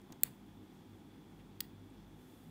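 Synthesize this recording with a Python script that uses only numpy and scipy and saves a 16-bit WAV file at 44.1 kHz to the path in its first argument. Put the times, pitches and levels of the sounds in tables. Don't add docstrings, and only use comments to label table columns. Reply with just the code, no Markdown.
import sys
import numpy as np
from scipy import signal
from scipy.fft import rfft, irfft
from scipy.io import wavfile
from scipy.ndimage import uniform_filter1d

SR = 44100
rng = np.random.default_rng(int(sys.argv[2]) if len(sys.argv) > 2 else 0)


def generate_wav(signal):
    frames = np.transpose(np.atleast_2d(signal))
    scaled = np.clip(frames, -1, 1) * 32767
    pcm = np.round(scaled).astype(np.int16)
    wavfile.write(sys.argv[1], SR, pcm)


def linear_from_db(decibels):
    return 10 ** (np.asarray(decibels, float) / 20)


N = 110250

TIP_HZ = [1600, 2400, 3500, 4350, 5050, 6600, 7680, 8300, 10300, 12200, 13200, 14410, 15520, 16400]
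# level_db, t60_s
TIP_MODES = [(-29, .005), (-25, .008), (-20, .004), (-21, .006), (-29, .004), (-16, .005), (-9, .008),
             (-12, .005), (-5, .0025), (-20, .004), (-8, .003), (0, .009), (-16, .008), (-11, .003)]
DISC_HZ = [1500, 2050, 2750, 3350, 4700, 6400, 7900, 9200, 10700, 11600, 13700, 14900, 15400]
# level_db, t60_s
DISC_MODES = [(-15, 0.0022), (-3.5, 0.0058), (-5, 0.0049), (4, 0.003), (3, 0.0044), (-4.5, 0.0074),
              (-1, 0.0025), (-5, 0.0054), (-27, .004), (0, 0.0039), (-23, 0.0029), (-2, 0.0045),
              (-7, 0.012)]

SNAP_S = [
    .23365,
    .23428,
    .2373,
    .2387,
    .2112,
    .2228,
]
SNAP_DB = [-33, -10, -33, -37, -57, -60]
SNAP_TILT_DB = [0, 0, -6, -5, 0, 0]
CHATTER_S = [1.6043, 1.6049, 1.6055, 1.6062, 1.607, 1.6076, 1.6086, 1.6094]
# level_db, tilt_db_per_octave
CHATTER_FORCES = [(-43, 3), (-43, 3), (-32.5, -1.5), (-45, 3), (-38, 3), (-35, 1), (-43, 10), (-50, -2)]

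# start_s, level_db, pitch_hz, length_cycles
TICKS = [(.0165, -60, 12500, 8), (.0168, -63, 7000, 6), (.1032, -46, 950, 2.5), (.1043, -48, 700, 2.5),
         (.1155, -53, 1000, 3), (.1218, -47, 14800, 30), (.1221, -54, 12000, 16), (.1222, -58, 9000, 10),
         (.1229, -48, 800, 2.5), (.1238, -50, 8000, 8), (.1244, -40, 6700, 9), (.1244, -55, 14500, 16),
         (.1245, -56, 12000, 12), (.1254, -46, 4200, 9), (.1262, -51, 2600, 6), (.1272, -55, 1600, 4),
         (.1287, -47, 6400, 10), (.1288, -60, 12500, 10), (.1303, -55, 1800, 4), (.1325, -49, 900, 3),
         (.2345, -42, 750, 2.5), (.2355, -39, 2200, 6), (.2371, -43, 4300, 9), (.2386, -45, 12000, 12),
         (.2392, -48, 6000, 9), (.239, -47, 2300, 6), (.2605, -52, 800, 5), (.278, -52, 1000, 5),
         (1.6054, -47, 1250, 4), (1.6102, -48, 15400, 70), (1.6068, -43, 6400, 12), (1.6138, -54, 4700, 10),
         (1.9025, -60, 8500, 18), (1.9027, -65, 13000, 10), (1.953, -61, 2900, 8), (1.954, -66, 10500, 8)]
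# start_s, length_s, level_db, centre_hz, width_hz
RUBS = [
    (1.388, .035, -74, 2600, 1800),
    (1.95, .12, -78, 3500, 3500),
    (2.15, .5, -74, 12500, 11000),
    (.7, .2, -80, 4500, 4000),
    (.1215, .0055, -60, 6000, 10000),
    (.085, .07, -57, 180, 250),
    (.128, .003, -68, 9000, 9000),
    (.0158, .002, -64, 10000, 8000),
    (.238, .058, -66, 500, 4500),
    (.235, .13, -59, 160, 90),
]
RUB_GAIN_DB = [3, 0, .1, .1, 2.5, 2, 2, -2.5, 5, 2]

# centre_hz, width_hz, gain_db
SNAP_SIDES = [(1200, 1500, 0.5), (3000, 1700, -1.5), (5770, 1800, 6), (7684, 760, -7.5), (8700, 700, 4.5),
              (12000, 2300, 0.5), (14300, 560, -8.5), (15200, 900, 4.5)]
# centre_hz, width_hz, gain_db
CHATTER_SIDES = [(2000, 1500, -3), (5000, 3000, -3), (10000, 6000, -1), (15500, 800, 11)]

# pitch_hz, level_db_per_hz
AIR = [(25, -65), (40, -15.5), (130, -8), (320, -7.5), (520, -15.5), (1500, -24.5), (5000, -34.5),
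       (11000, -39), (15500, -37)]
# centre_hz, width_hz, gain_db over the air
HUM = [(48.3, 4.3, 17.5), (101, 8.8, 13.5), (157.5, 18, 9), (200.3, 4.5, 11), (248.1, 52, 8),
       (311.8, 53, 5.5), (383.5, 17, 6), (603.5, 80, -6), (847, 220, 5), (2310, 200, 1.5), (3420, 350, 10)]
# pitch_hz, level_db
MAINS = [(49.5, -74.5), (98.46, -65.5), (199.5, -67), (158.5, -69.5)]

RISE_S = .0001
CHOKE_DB_S = 9000


def disc_snap():
    forces = zip(SNAP_DB, SNAP_TILT_DB)
    return strikes(TIP_HZ, TIP_MODES, SNAP_S, forces, crack_db=-11, choke_s=.0034)


def disc_chatter():
    return strikes(DISC_HZ, DISC_MODES, CHATTER_S, CHATTER_FORCES, crack_db=2.5)


def strikes(pitch_hz, modes, starts, forces, crack_db, choke_s=1):
    pitch_hz = np.array(pitch_hz)
    mode_db, t60_s = np.array(modes).T
    t = np.arange(N) / SR
    scatter_db = -4.5 * rng.standard_normal((len(starts), len(pitch_hz)))
    grit = shaped(rng.standard_normal(N), lambda f: -12 * np.log2(1 + 1500 / f))
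    octaves = np.log2(pitch_hz / 6000)
    out = 0
    for start, (hit_db, tilt_db), chance_db in zip(starts, forces, scatter_db):
        decay_db = -60 * np.clip(t - start, 0, .05) / .004
        crack = (t > start) * linear_from_db(hit_db + crack_db + decay_db) * grit
        level_db = hit_db + mode_db + tilt_db * octaves + chance_db
        out = out + crack + ring(start, pitch_hz, level_db, t60_s, choke_s)
    return out


def ring(start_s, pitch_hz, level_db, t60_s, choke_s=1):
    out = np.zeros(N)
    on = slice(int(start_s * SR), int(start_s * SR) + 3000)
    t = np.maximum(np.arange(N)[on] / SR - start_s, 0)
    pitch_hz, level_db, t60_s = (np.reshape(v, (-1, 1)) for v in (pitch_hz, level_db, t60_s))
    sense = (-1) ** np.arange(len(pitch_hz))[:, None]
    choke_db = CHOKE_DB_S * np.maximum(t - choke_s, 0)
    envelope = linear_from_db(level_db - 60 * t / t60_s - choke_db)
    modes = sense * envelope * np.sin(2 * np.pi * pitch_hz * t)
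    onset = 1 - np.exp(-(t / RISE_S) ** 2)
    out[on] = onset * np.sum(modes, axis=0)
    return out


def ticks():
    out = 0
    for start, level_db, pitch_hz, cycles in TICKS:
        t60_s = np.log(1000) * cycles / pitch_hz / np.pi
        out = out + ring(start, pitch_hz, level_db, t60_s)
    return out


def rubs():
    t = np.arange(N) / SR
    out = 0
    for (start, length, level_db, centre, width), gain_db in zip(RUBS, RUB_GAIN_DB):
        grain = rng.standard_normal(N) * linear_from_db(walk(260))
        hiss = unit(shaped(grain, lambda f: -12 * ((f - centre) / width) ** 2))
        swell = np.sin(np.pi * np.clip((t - start) / length, 0, 1) ** .7)
        out = out + linear_from_db(level_db + gain_db) * hiss * swell
    return out


def room(x):
    t60_s, early_s, early_db, gap_s = .3, .056, 3, .003
    t = np.arange(SR // 2) / SR
    tail_db = -60 * np.maximum(t - early_s / 2, 0) / t60_s
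    shape = linear_from_db(-32 + tail_db + early_db / (1 + (t / early_s) ** 12))
    fade_in = np.clip(t / gap_s, 0, 1) ** 2
    echo = rng.standard_normal(len(t)) * shape * fade_in / np.sqrt(SR / 100)
    dulled = shaped(x, lambda f: -5 * np.log2(np.maximum(f, 300) / 8000))
    return signal.fftconvolve(dulled, echo)[:N]


def air():
    hz, db = np.array(AIR).T
    noise = shaped(rng.standard_normal(N), lambda f: np.interp(np.log(f), np.log(hz), db) + humps(f, HUM))
    edges_hz = [0, 180, 500, 1500, 5000, SR]
    out = 0
    for low, high in zip(edges_hz, edges_hz[1:]):
        band = shaped(noise, lambda f: np.where((f > low) & (f <= high), 0, -200))
        out = out + band * linear_from_db(0.42 * walk(36))
    return linear_from_db(-57.5) * unit(out)


def mains():
    t = np.arange(N) / SR
    out = 0
    for pitch_hz, level_db in MAINS:
        out = out + linear_from_db(level_db - 1 + 5.5 * walk(7.7)) * np.sin(2 * np.pi * pitch_hz * t)
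    return out


def humps(f, rows):
    return sum(gain_db / (1 + (2 * (f - centre) / width) ** 2) for centre, width, gain_db in rows)


def shaped(x, db_of):
    f = np.maximum(np.fft.rfftfreq(len(x), 1 / SR), 1)
    return irfft(rfft(x) * linear_from_db(db_of(f)), len(x))


def unit(x):
    return x / np.sqrt(np.mean(x ** 2))


def walk(rate_hz):
    k = int(SR / rate_hz)
    slewed = uniform_filter1d(rng.standard_normal(N), k)
    return unit(uniform_filter1d(slewed, k))


def scene():
    snap = disc_snap()
    chatter = disc_chatter() + ticks()
    snap_sides = shaped(snap, lambda f: humps(f, SNAP_SIDES))
    chatter_sides = shaped(chatter, lambda f: humps(f, CHATTER_SIDES))
    quiet = room(snap_sides + chatter_sides) + rubs() + air() + mains()
    quiet = shaped(quiet, lambda f: -40 / (1 + (15820 / f) ** 200))
    return (snap + chatter + quiet)[None]


def roll_off(x):
    return signal.sosfilt(signal.butter(12, 17140, fs=SR, output="sos"), x)


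def record(dry):
    top_hz = 17150
    cut = shaped(dry[0], lambda f: -60 / (1 + (top_hz / f) ** 60))[None]
    return roll_off(cut)


dry = scene()
out = record(dry)
generate_wav(out)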